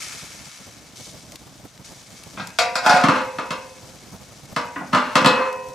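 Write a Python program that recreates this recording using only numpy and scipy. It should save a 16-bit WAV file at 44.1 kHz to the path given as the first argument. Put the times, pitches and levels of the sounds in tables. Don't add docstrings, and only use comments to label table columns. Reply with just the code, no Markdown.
import sys
import numpy as np
from scipy import signal
from scipy.fft import rfft, irfft, next_fast_len
from scipy.io import wavfile

SR = 44100
rng = np.random.default_rng(int(sys.argv[2]) if len(sys.argv) > 2 else 0)


def wav_out(sig):
    wavfile.write(sys.argv[1], SR, np.round(np.clip(np.atleast_2d(sig).T, -1, 1) * 32767).astype(np.int16))


N = 253134
T = np.arange(N) / SR

BLOWS = [(2.587, -24, -23, 7, 2, -4), (2.755, -25.5, -17, 3, -13, -4.5), (2.862, -15.5, -17, -6, -18, -11),
         (2.895, -17, -11.5, -4, -13, -8.5), (2.938, -27.5, 3.5, -22, -14, -6.5),
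         (3.038, -16.5, 1.5, -11, -26, -18), (3.085, -15.5, 0, -13, -15, -8.5),
         (3.385, -28, -6.5, -11.5, 0, -3.5), (3.506, -28, -4, -4, -11, -8),
         (4.563, -23.5, -5.5, -7, -1, -14), (4.932, -19, -1, -15.5, -14, -19),
         (4.948, -18, -4.5, -11.5, -7.5, -14.5), (5.155, -14, -5, -5.5, -13, -5.5),
         (5.215, -27.5, 4, -8, -10, -12), (5.246, -16, -3.5, -10, -11, -6),
         (5.260, -13.5, -2, -4, -15, -2.5), (5.302, -30.5, -1, -10, -17, 5)]
# pitch [Hz], level standing [dB], level lying [dB], 60 dB decay [s].
FREE_MODES = [(477.4, -3, -7, 0.51), (654.6, 1.5, -7, 0.35), (715, 1, -14.5, 0.84), (960, -7, -4, 0.84),
              (1175, 0, -15, 0.48), (1420, -8, -15, 0.14), (1660, -14, -10, 0.26), (2050, -9, -23, 0.64),
              (2197, 1.5, -22, 0.25), (3820, -10, -18.5, 0.2), (4200, 0, -20, 0.13), (4570, 0.5, -22, 0.15)]
# pitch [Hz], relative level [dB], 60 dB decay [s].
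RIM_MODES = [(235.8, -3.5, 0.13), (256.5, -3, 0.3), (605.7, -5, 0.59), (854, -11.5, 0.99),
             (891, -4.5, 0.61), (1155, 1, 0.11), (1170, 1.5, 0.33), (1180, -3.5, 0.4), (1223, 4, 0.2),
             (1322, 5, 0.15), (1375, 1.5, 0.083), (1444, -2.5, 0.21), (1470, -7, 0.4), (1596, -6.5, 0.31),
             (1715, -8.5, 0.33), (3160, -17.5, 0.24), (4290, -10.5, 0.2)]
# pitch [Hz], relative level [dB], 60 dB decay [s].
GRATE_MODES = [(420, -18, 1.55), (480, -15, .6), (511.3, -6, 1.52), (528, -3.5, 1.17), (729, -14, 1.45),
               (870, -23, 1.4), (963, -7.5, 1.44), (1024, -6.5, 0.95), (1336, -16, 0.51), (1470, -20, 1.1),
               (1840, -19, 0.94), (1906, -15, 0.92), (2410, -21, 0.82), (2570, -10, 0.83), (2930, -30, 1.1)]
# pitch [Hz], relative level [dB], 60 dB decay [s].
THUMP_MODES = [(109, -2, 0.05), (153.6, 5.5, 0.048), (241.4, 0, 0.043)]
# frequency [Hz], level lying [dB], level standing [dB].
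SHEET = [(50.7, -43, -37), (113, -15.5, 0), (258, 9.5, 8.5), (347, -8.5, -21), (540, -6.5, -2),
         (800, -9.5, 1.5), (900, -3.5, 2.5), (1114, -1, -4), (1155, 1.5, -5.5), (1420, -2.5, 3),
         (1516, -6.5, -8), (1730, -13.5, -13), (2460, -3, -6.5), (2770, 0, -13), (4450, -3, -10),
         (6460, -4.5, -13), (9700, -18, -25), (15200, -35, -42)]
# frequency [Hz], 60 dB decay [s].
SHEET_T60 = [(150, 0.33), (600, 0.36), (1200, 0.35), (2500, 0.53), (5000, 0.24), (12000, 0.2)]
# start [s], length [s], strength [dB], relative hardness [dB].
DRAGS = [(2.819, 0.16, -22, -9.5), (3.109, 0.048, -25.5, -10.5), (4.921, 0.053, -24.5, -12),
         (5.003, 0.14, -38.5, -9.5), (5.316, 0.094, -27, -15)]
# start [s], length [s], level [dB], pitch [Hz].
SQUEALS = [(2.603, 0.036, -27, 716), (2.88, 0.095, -13, 724), (2.853, 0.067, -15, 850),
           (3.165, 0.12, -35, 528), (3.295, 0.025, -49, 2610), (5.265, 0.05, -24.5, 508),
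           (5.335, .03, -25, 500), (5.39, 0.035, -22, 520)]
# start [s], strength [dB], relative weight [dB], top frequency [Hz].
GRIPS = [(2.37, -33.5, -6, 3570), (2.395, -30.5, -6.5, 5270), (4.757, -29, -6.5, 1940),
         (4.807, -34, -3, 905)]
# start [s], relative hiss [dB], relative frying [dB], 60 dB decay [s].
SPLASHES = [(0.0, -34, -39, 2.62), (0.44, -43.5, -48.5, 2.3), (0.955, -41.5, -66, 2.2),
            (1.04, -39, -76, 0.37), (1.842, -43.5, -54, 1.75), (2.1, -48, -56, 46)]
# frequency [Hz], relative level [dB].
HISS = [(1200, -93), (2200, -31.5), (3200, -16), (4000, -16.5), (6000, -13.5), (7500, -17.5), (10500, -24),
        (12500, -31), (16000, -46)]
# centre [Hz], width [Hz], relative level [dB].
HISS_BANDS = [(2230, 260, -11.5), (3900, 87, -22), (4600, 120, -18.5), (5800, 740, -26)]
# start [s], relative level [dB], pitch [Hz] around which the noise band lies.
EMBERS = [(0.124, -31, 2230), (1.3203, -31.5, 6200), (1.357, -29, 4940), (1.391, -43.5, 5000),
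          (1.7768, -38, 3650), (1.8595, -48, 5410), (2.236, -33.5, 6060), (2.4718, -26.5, 7550),
          (2.5034, -32.5, 1590), (5.5277, -34, 6500), (5.686, -37, 6000)]
# frequency [Hz], relative level [dB].
FLAME = [(30, -20), (60, -6), (140, -0.5), (280, -6), (400, -12.5), (620, -9), (3000, -33)]
# frequency [Hz], relative level [dB].
AIR = [(20, -51), (60, -22), (200, -44), (1200, -3), (8000, -15), (12000, -61), (16000, -62)]
# frequency [Hz], difference [dB].
BALANCE_DB = [(200, -2), (900, 0), (2200, 2.5), (12000, 1.3)]

SHUT_S = 3.0
SEATED_S = 5.2


def clatter(standing, lying, chatter=0.43, chatter_t60=0.036, bounces=800, thump_share=0.47, boom_db=-7):
    out = np.zeros((2, N))
    t = T[:SR // 20]
    thump = struck(ring(THUMP_MODES)[:, :SR // 2])
    for s, strength, weight, hardness, _, _ in BLOWS:
        bounce = rng.standard_normal(len(t)) * (rng.random(len(t)) < bounces / SR)
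        after = chatter * bounce * fade(t, chatter_t60)
        add(after, 0.012, np.array([0.35]))
        low, middle, high = standing if s < SHUT_S else lying
        responses = (thump + undb(boom_db) * struck(low), middle, high)
        for response, db, share in zip(responses, (weight, 0, hardness), (thump_share, 1, 1)):
            force = (t == 0) + share * after
            add(out, s, undb(strength + db) * struck(excite(response, force)))
    return out


def sheet(pose, low_hz=380, high_hz=1750, crack=1.0, crack_t60=0.018, side_db=-9, low_side_db=-18,
          clump_hz=45, lowest_hz=80, clump_db=3.5):
    t = T[:SR // 2]
    hz = np.fft.rfftfreq(len(t), 1 / SR)
    clumps = np.interp(hz / clump_hz, np.arange(len(hz)), rng.standard_normal(len(hz)))
    clumps = clump_db * clumps * np.minimum(hz / high_hz, 1) ** 2
    levels = at_hz([(f, dbs[pose]) for f, *dbs in SHEET], hz) + clumps
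    modes = np.exp(2j * np.pi * rng.random((2, len(hz)))) * undb(levels)
    side = at_hz([(low_hz / 2, low_side_db), (low_hz * 2, side_db)], hz)
    modes = spread(modes[0], modes[1], side)
    octave = np.round(np.log2(np.maximum(hz, 64)))
    wash = 0
    for k in np.unique(octave):
        wash = wash + irfft(modes * (octave == k), len(t)) * fade(t, at_hz(SHEET_T60, 2 ** k))
    wash = wash * (1 + crack * fade(t, crack_t60))
    low = cut(wash, [lowest_hz, low_hz], "band")
    middle = cut(wash, [low_hz, high_hz], "band", order=4)
    high = cut(wash, high_hz, "high", order=4)
    return [low, middle, high]


def struck(x):
    return x / x[:, :SR // 50].std()


def rings(rim_db=-5, squeal_db=-2):
    standing, lying, rim, bars = np.zeros((4, N))
    out = np.zeros((2, N))
    for s, strength, _, _, free, grate in BLOWS:
        i = int(s * SR)
        bars[i] = undb(strength + grate)
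        if s < SHUT_S:
            standing[i] = undb(strength + free)
        else:
            lying[i] = undb(strength + free)
            rim[i] = undb(strength + rim_db)
    for s, length, db, hz in SQUEALS:
        if s > SEATED_S and sympathy(hz):
            add(out, s + length / 2, undb(db + squeal_db) * ring(sympathy(hz)))
    out = out + excite(free_ring(False), standing) + excite(free_ring(True), lying)
    return out + excite(ring(RIM_MODES), rim) + excite(ring(GRATE_MODES), bars)


def ring(modes, side_db=-10):
    t, out = T[:SR], 0
    for k, (hz, db, t60) in enumerate(modes):
        wave = (-1) ** k * undb(db) * fade(t, t60) * np.exp(2j * np.pi * hz * t)
        side = 1j * (-1) ** (k // 2) * min(hz / 500, 1) ** 2
        out = out + (spread(1.0, side, side_db) * wave).imag
    return cut(out, 260, "high", order=2)


def free_ring(shut):
    return ring([(hz, down if shut else up, t60) for hz, up, down, t60 in FREE_MODES])


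def sympathy(hz, width_hz=60, octave_db=6):
    return [(f, db + (octave_db if f > 1.5 * hz else 0), t60) for f, db, t60 in GRATE_MODES
            if min(abs(f - hz), abs(f - 2 * hz)) < width_hz]


def drag(responses, shut, slip_hz, judder, waver, overtone_db, scrape_db, notes_db, squeal_top_hz=4000):
    body, treble, squeal = np.zeros((3, N))
    for s, length, strength, hardness in DRAGS:
        if (s > SHUT_S) == shut:
            push = undb(strength) * stroke(s, length, rise_share=0.18, t60=0.34)
            body = body + push
            treble = treble + undb(hardness) * push
    slip = np.cumsum(slip_hz * np.exp(.22 * walk(90))) / SR
    jerks = unit(np.diff(np.floor(slip), prepend=0) * undb(3.7 * rng.standard_normal(N)))
    sliding = np.exp(-(slip % 1) / 0.29)
    grit = unit(sliding * rng.standard_normal(N))
    forces = body * jerks, treble * unit(jerks + 0.37 * grit)
    scrape = sum(excite(r / np.linalg.norm(r[0]), f) for r, f in zip(responses[1:], forces))
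    notes = ring(RIM_MODES) if shut else free_ring(False)
    scrape = scrape + undb(notes_db) * excite(notes / np.linalg.norm(notes[0]), forces[0])
    turn = 2 * np.pi * np.cumsum(1 + waver * walk(70)) / SR
    for s, length, db, hz in SQUEALS:
        if (s > SHUT_S) == shut:
            note = sum(undb(overtone_db * k) * np.sin((k + 1) * hz * turn)
                       for k in range(4) if (k + 1) * hz < squeal_top_hz)
            squeal = squeal + undb(db) * stroke(s, length, rise_share=0.27, t60=0.36) * note
    kick = cut(1 + judder * (sliding - sliding.mean()), 280, "low", order=2)
    return undb(scrape_db) * scrape + squeal * kick


def stroke(s, length, rise_share, t60):
    return np.clip((T - s) / (rise_share * length), 0, 1) * fade(np.maximum(T - s - length, 0), t60)


def grips(standing, lying, rattle_t60=0.055, push_s=0.0026):
    out = np.zeros((2, N))
    t = T[:SR // 20]
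    for s, strength, weight, top_hz in GRIPS:
        push = np.minimum(t / push_s, 1) * fade(t, rattle_t60) * rng.standard_normal(len(t))
        low, middle, high = standing if s < SHUT_S else lying
        rattle = struck(excite(cut(middle + high, top_hz, "low", order=6), push))
        knock = rattle + undb(weight) * struck(excite(low, push))
        add(out, s, undb(strength) * knock)
    return out


def sizzle(simmer_db=-54, bands_db=-5, fry_db=-2, spit_db=3.0, rise_s=0.005, echo=0.33, echo_s=0.0023):
    hiss_power, fry_power = undb(simmer_db) ** 2, 0
    for s, hiss_db, frying_db, t60 in SPLASHES:
        age = np.maximum(T - s, 0)
        boil = np.minimum(age / rise_s, 1) * fade(age, t60)
        hiss_power = hiss_power + (undb(hiss_db) * boil) ** 2
        fry_power = fry_power + (undb(frying_db) * boil) ** 2
    noise = spread(*rng.standard_normal((2, N)), side_db=-7.5) * undb(spit_db * walk(1500) + walk(40))
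    noise = noise + echo * np.roll(noise, int(echo_s * SR), axis=1)
    bands = sum(undb(db) * unit(cut(noise, [hz - width / 2, hz + width / 2], "band", order=1))
                for hz, width, db in HISS_BANDS)
    hiss = unit(unit(colour(noise, HISS)) + undb(bands_db) * bands)
    fry = unit(cut(noise, [1100, 2700], "band", order=2))
    return np.sqrt(hiss_power) * hiss + undb(fry_db) * np.sqrt(fry_power) * fry


def embers(db=-5, t60=0.023):
    out = np.zeros((2, N))
    t = T[:SR // 20]
    for s, level_db, hz in EMBERS:
        burst = spread(*rng.standard_normal((2, len(t))), side_db=-9.5) * fade(t, t60)
        snap = cut(burst, [hz / 2, hz * 1.16], "band", order=1)
        add(out, s, snap * undb(level_db + db) / snap[:, :500].std() if SR == 50000 else
            snap * undb(level_db + db) / snap[:, :SR // 500].std())
    return out


def fire(flame_db=-46.5, air_db=-56, flutter_db=4.5):
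    flame = spread(*rng.standard_normal((2, N)), side_db=-9.5) * undb(flutter_db * walk(55))
    air = spread(*rng.standard_normal((2, N)), side_db=-6)
    return undb(flame_db) * unit(colour(flame, FLAME)) + undb(air_db) * unit(colour(air, AIR))


def undb(db):
    return 10 ** (np.asarray(db) / 20)


def unit(x):
    return x / np.sqrt(np.mean(x ** 2) + 1e-18)


def at_hz(points, hz):
    f, v = np.transpose(points)
    return np.interp(np.log(np.maximum(hz, 1)), np.log(f), v)


def colour(x, points):
    n = next_fast_len(x.shape[-1])
    gain = undb(at_hz(points, np.fft.rfftfreq(n, 1 / SR)))
    return irfft(rfft(x, n) * gain, n)[..., :x.shape[-1]]


def cut(x, hz, kind, order=3):
    sos = signal.butter(order, np.minimum(hz, SR / 2 - 1), kind, fs=SR, output="sos")
    return signal.sosfilt(sos, x)


def fade(t, t60):
    return np.exp(-np.log(1000) * t / t60)


def walk(rate):
    return np.interp(T * rate, np.arange(N), rng.standard_normal(N))


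def spread(mid, side, side_db):
    return mid + undb(side_db) * side * np.array([[1], [-1]])


def add(out, s, x):
    i = max(int(s * SR), 0)
    out[..., i:i + x.shape[-1]] += x[..., :N - i]


def excite(response, force):
    return signal.fftconvolve(response, force[None], axes=1)[:, :N]


def scene():
    lying, standing = (sheet(pose) for pose in range(2))
    standing_drag = drag(standing, shut=False, slip_hz=145.2, judder=0.36, waver=0.01393,
                         overtone_db=-8.5, scrape_db=4.5, notes_db=-15)
    lying_drag = drag(lying, shut=True, slip_hz=222.0, judder=1.0, waver=0.0077,
                      overtone_db=-5, scrape_db=0.5, notes_db=-0.5)
    hood = clatter(standing, lying) + grips(standing, lying) + rings() + standing_drag + lying_drag
    mix = hood + sizzle() + embers() + fire()
    return np.array([colour(channel, [(hz, sign * db / 2) for hz, db in BALANCE_DB])
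                     for channel, sign in zip(mix, (1, -1))])


def record(dry):
    top_cut = signal.ellip(8, .2, 80, 15000, fs=SR, output="sos")
    return signal.sosfilt(top_cut, np.tanh(dry))


dry = scene()
out = record(dry)
wav_out(out)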